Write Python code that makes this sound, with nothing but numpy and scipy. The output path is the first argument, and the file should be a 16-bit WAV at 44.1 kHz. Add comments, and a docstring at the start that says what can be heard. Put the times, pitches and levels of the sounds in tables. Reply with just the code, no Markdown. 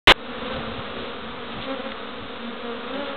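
"""At the entrance of a wooden hive, honey bees crowd close to a microphone that misses the high treble.
Dozens of wing beats, each on its own wandering pitch, blend into a hum. Single bees swing near,
and the air from their wings puffs on the microphone. Feet and wings rustle and scrape on the boards.
The sound opens with a crack of digital static."""
import sys
import numpy as np
from scipy import signal
from scipy.fft import rfft, irfft, next_fast_len
from scipy.io import wavfile
from scipy.ndimage import map_coordinates

SR = 44100
rng = np.random.default_rng(int(sys.argv[2]) if len(sys.argv) > 2 else 0)


def persist_wave(psi):
    """Save psi, clipped to +-1, as 16-bit WAV."""
    counts = np.round(np.clip(psi, -1, 1) * 32767).astype(np.int16)
    wavfile.write(sys.argv[1], SR, np.atleast_2d(counts).T)


N = 139356

SWARM_HZ, WANDER = 239.8, .035  # typical wing beats per second, and their slow drift (.035 is 3.5%)
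STATIC_FROM_S, STATIC_TO_S = .0725, .1225


def undb(db):
    """Turn decibels (dB) into a number to multiply a sound by."""
    return 10 ** (np.asarray(db) / 20)


def unit(x):
    """Scale a sound so that its average level (rms) is 1."""
    return x / np.sqrt(np.mean(x ** 2))


def gain_at(hz, points):
    """Look up how strong a frequency is on a curve of (Hz, dB) points."""
    point_hz, db = np.array(points).T
    return undb(np.interp(np.log(np.maximum(hz, 1)), np.log(point_hz), db))


def colour(x, points):
    """Shape a sound's bass and treble with a curve of (Hz, dB) points."""
    size = next_fast_len(N + N // 10)
    gains = gain_at(np.fft.rfftfreq(size, 1 / SR), points)
    return irfft(rfft(x, size) * gains, size)[:N]


def walk(rate):
    """A smooth random wobble, about 1 in size, that heads for a new value rate times a second."""
    targets = rng.standard_normal(2048)
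    coarse = np.arange(0, N, 32)
    curve = map_coordinates(targets, [2 + coarse / SR * rate], order=3, mode="mirror")
    return np.interp(np.arange(N), coarse, curve)


def swell(t, at, half):
    """The rise and fall in level of something that comes close and leaves."""
    return (1 + ((t - at) / half) ** 2 / 2) ** -2.


def static(t):
    """Digital static: a short burst of loud random samples that starts and stops dead."""
    # Each row: frequency in Hz, level in dB.
    static_tone = [(40, 0.5), (300, -1.5), (1300, .5), (2400, 2), (3400, 2), (3950, 1), (4250, -11),
                   (4600, -30.5), (6000, -44), (9000, -49), (16000, -42)]
    values_per_s = 8000
    values = rng.uniform(-0.87, 1, int(N * values_per_s / SR))
    steps = values[(t * values_per_s).astype(int) % len(values)]
    sounding = (t >= STATIC_FROM_S) & (t < STATIC_TO_S)
    return 0.75 * colour(steps, static_tone) * sounding


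def wing_wash(t):
    """Air stirred by wings rumbles on the microphone, and puffs when a bee flies close."""
    # Each row: time of the peak in seconds, half the length in seconds, level in dB.
    puffs = [(0.452, .12, -46.5), (0.589, 0.029, -34), (0.703, 0.04, -38.5), (0.793, .01, -31),
             (0.969, 0.076, -44.5), (1.3, 0.17, -49.5), (1.579, .018, -32), (2.23, .025, -41)]
    # The deep tone of the moving air. Each row: frequency in Hz, level in dB.
    air_tone = [(20, -11), (50, 0.5), (100, -3), (170, -5.5), (300, -9.5), (700, -17.5), (2000, -59.5)]
    rumble = unit(colour(rng.standard_normal(N), air_tone))
    steady_db = -52.5
    return rumble * (undb(steady_db) + sum(undb(db) * swell(t, at, half) for at, half, db in puffs))


def rustle():
    """Feet and wing tips tap the wood: thousands of tiny ticks that blur together."""
    # The tone of the ticks. Each row: frequency in Hz, level in dB.
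    wood_tone = [(100, -17.5), (350, 0.5), (700, -1), (950, -2), (1300, 0), (1800, -4), (2400, -3),
                 (3100, -1.5), (3700, 0), (4400, -8)]
    ticks_per_s, spread_db = 5000, 3.5
    ticks = (rng.random(N) < ticks_per_s / SR) * rng.choice([-1, 1], N)
    strengths = undb(spread_db * rng.standard_normal(N))
    return unit(colour(ticks * strengths, wood_tone))


def scrapes(t):
    """Beating wings brush the boards, making a bright rasp on each stroke."""
    # Each row: time of the peak in seconds, half the length in seconds, level in dB.
    brushes = [(.53, 0.0097, -33.5), (0.566, 0.0017, -28), (1.02, 0.1, -42.5), (1.525, .015, -38),
               (1.631, 0.024, -36), (1.9198, .002, -27), (2.941, .003, -35), (3.065, .04, -39.5)]
    # Each row: frequency in Hz, level in dB.
    rasp_tone = [(300, -36.5), (1500, -7.5), (2500, -2.5), (3600, 3.5), (4400, -6.5), (6000, -50.5)]
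    beat_hz = SWARM_HZ * (1 + WANDER * walk(12))
    phase = np.cumsum(beat_hz) / SR % 1  # runs from 0 to 1 during each stroke
    rasp = unit(colour(rng.standard_normal(N) * np.exp(-phase / .8), rasp_tone))
    return rasp * sum(undb(db) * swell(t, at, half) for at, half, db in brushes)


def wings(beat_hz, centre_hz, tone, first_db, uneven_db):
    """One bee buzzes by repeating its own wing stroke, beat_hz times a second."""
    size = 1024  # samples in one stroke
    harmonics = np.arange(1, 25)  # pure tones at 1, 2, 3.. times the wing beat
    random_db = uneven_db * rng.standard_normal(len(harmonics))
    phases = np.exp(2j * np.pi * rng.random(len(harmonics)))
    strengths = gain_at(harmonics * centre_hz, tone) * undb(first_db * (harmonics == 1) + random_db)
    stroke = unit(irfft(np.r_[0, strengths * phases], size))
    position = np.cumsum(beat_hz) / SR % 1 * size
    return np.interp(position, np.arange(size + 1), np.r_[stroke, stroke[0]])


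def near_bees(t):
    """Single bees stand out from the hum as they swing past, sliding in pitch."""
    # Each row: time when closest in seconds, half the length in seconds, wing beat in Hz, slide in Hz
    # per second, level in dB, change to the lowest harmonic in dB (it depends on how the bee faces).
    passes = [(0.512, .08, 255.8, 90, -33, -4.5), (0.591, .05, 279, -40, -38.5, -1),
              (0.617, .09, 229.9, -31.5, -37, 2), (0.782, .07, 242.8, -61, -41, 4.5),
              (0.982, .1, 190, -89.5, -40.5, -7.5), (1.019, .08, 237.3, 40.5, -40.5, -3),
              (1.05, 0.07, 273.2, -2.5, -42, -4.5), (1.419, .07, 240, -30, -43, 3.5),
              (1.712, .038, 268.4, 20, -27, 0.5), (1.799, .013, 249, -1, -29, -2),
              (1.863, .022, 269, -40.5, -30.5, -4.5), (1.991, .05, 230.2, -100, -41.5, 2),
              (2.477, .045, 234.2, -21, -33.5, 7.5), (2.694, .06, 234.5, -110, -31.5, -3),
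              (2.85, .07, 236.2, 50, -36, -4.5), (2.951, .035, 266.9, 120, -30, 1),
              (2.968, 0.044, 191, -41, -38, -1), (3.013, .04, 284.6, 0, -31, -3),
              (3.097, 0.066, 278.1, -50.5, -33.5, -9)]
    # The rounder buzz of a bee close by. Each row: frequency in Hz, level in dB.
    near_tone = [(250, -1), (520, 0.5), (690, -8), (820, -10.5), (1050, -12), (1330, -10), (1700, -15.5),
                 (2400, -21), (3600, -20), (4400, -27)]
    flutter, jitter = .00397, .003  # quick and beat-to-beat changes, as fractions of the pitch
    buzzes = 0
    for at, half, hz, slide, db, first_db in passes:
        sliding_hz = hz + slide * 2 * half * np.tanh((t - at) / (2 * half))
        beat_hz = sliding_hz * (1 + flutter * walk(30) + jitter * walk(240))
        buzz = wings(beat_hz, hz, near_tone, first_db, uneven_db=0.55)
        buzzes += buzz * undb(db) * swell(t, at, half)
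    return buzzes


def swarm(count):
    """Many bees, each drifting in pitch and distance, blend into one hum."""
    # The strength of the wing beat's harmonics. Each row: frequency in Hz, level in dB.
    wing_tone = [(180, -1), (260, -1), (400, -1.5), (520, 1.5), (680, -7), (850, -8.5), (1250, -3),
                 (1700, -11), (2400, -15.5), (3600, -14), (4400, -22)]
    flutter, jitter = .007, .00413  # quick and beat-to-beat changes, as fractions of the pitch
    pitch_spread, come_and_go_db = .09, 1.5
    hum = 0
    for rank in np.linspace(-1, 1, count):  # from the lowest-pitched bee to the highest
        centre_hz = SWARM_HZ * np.exp(pitch_spread * (rank + rank ** 3))
        beat_hz = centre_hz * (1 + WANDER * walk(5) + flutter * walk(35) + jitter * walk(240))
        buzz = wings(beat_hz, centre_hz, wing_tone, first_db=0, uneven_db=2.5)
        hum += buzz * undb(come_and_go_db * walk(6.06))
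    return unit(hum)


def scene():
    """Hum and rustle follow the traffic at the entrance; near bees, scrapes and puffs lie on top."""
    # How busy the entrance is. Each row: time in seconds, change of level in dB.
    activity = [(.12, -7), (.2, -4), (.3, -0.5), (.42, 1.5), (.53, 2.5), (.66, 1.5), (.85, 0.5),
                (1.05, -0.5), (1.22, -1.5), (1.42, -0.5), (1.6, 0.5), (1.85, 0), (2.15, -1), (2.5, -1),
                (2.8, -1), (3.0, 0), (3.16, 0)]
    t = np.arange(N) / SR
    busy = undb(np.interp(t, *np.array(activity).T))
    crowd = undb(-34.5) * swarm(count=28) + undb(-37) * rustle()
    return (busy * crowd + near_bees(t) + scrapes(t) + wing_wash(t))[None]


def record(dry):
    """The recorder opens with static, then lets the bees in without high treble. Loud peaks are cut flat."""
    # What the recorder lets through. Each row: frequency in Hz, change of level in dB.
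    passband = [(20, 0), (3780, 0), (4050, -5.5), (4400, -18), (4570, -37), (4700, -80)]
    offset, clip_level = -.009, .72  # the offset shifts the wave slightly below zero
    t = np.arange(N) / SR
    muffled = colour((dry[0] + offset) * (t >= STATIC_TO_S), passband)
    clipped = np.clip(muffled + static(t), -clip_level, clip_level)
    top_cut = signal.ellip(8, .2, 70, 16000, fs=SR, output="sos")  # removes sound above 16000 Hz
    return signal.sosfilt(top_cut, clipped)[None]


dry = scene()
out = record(dry)
persist_wave(out)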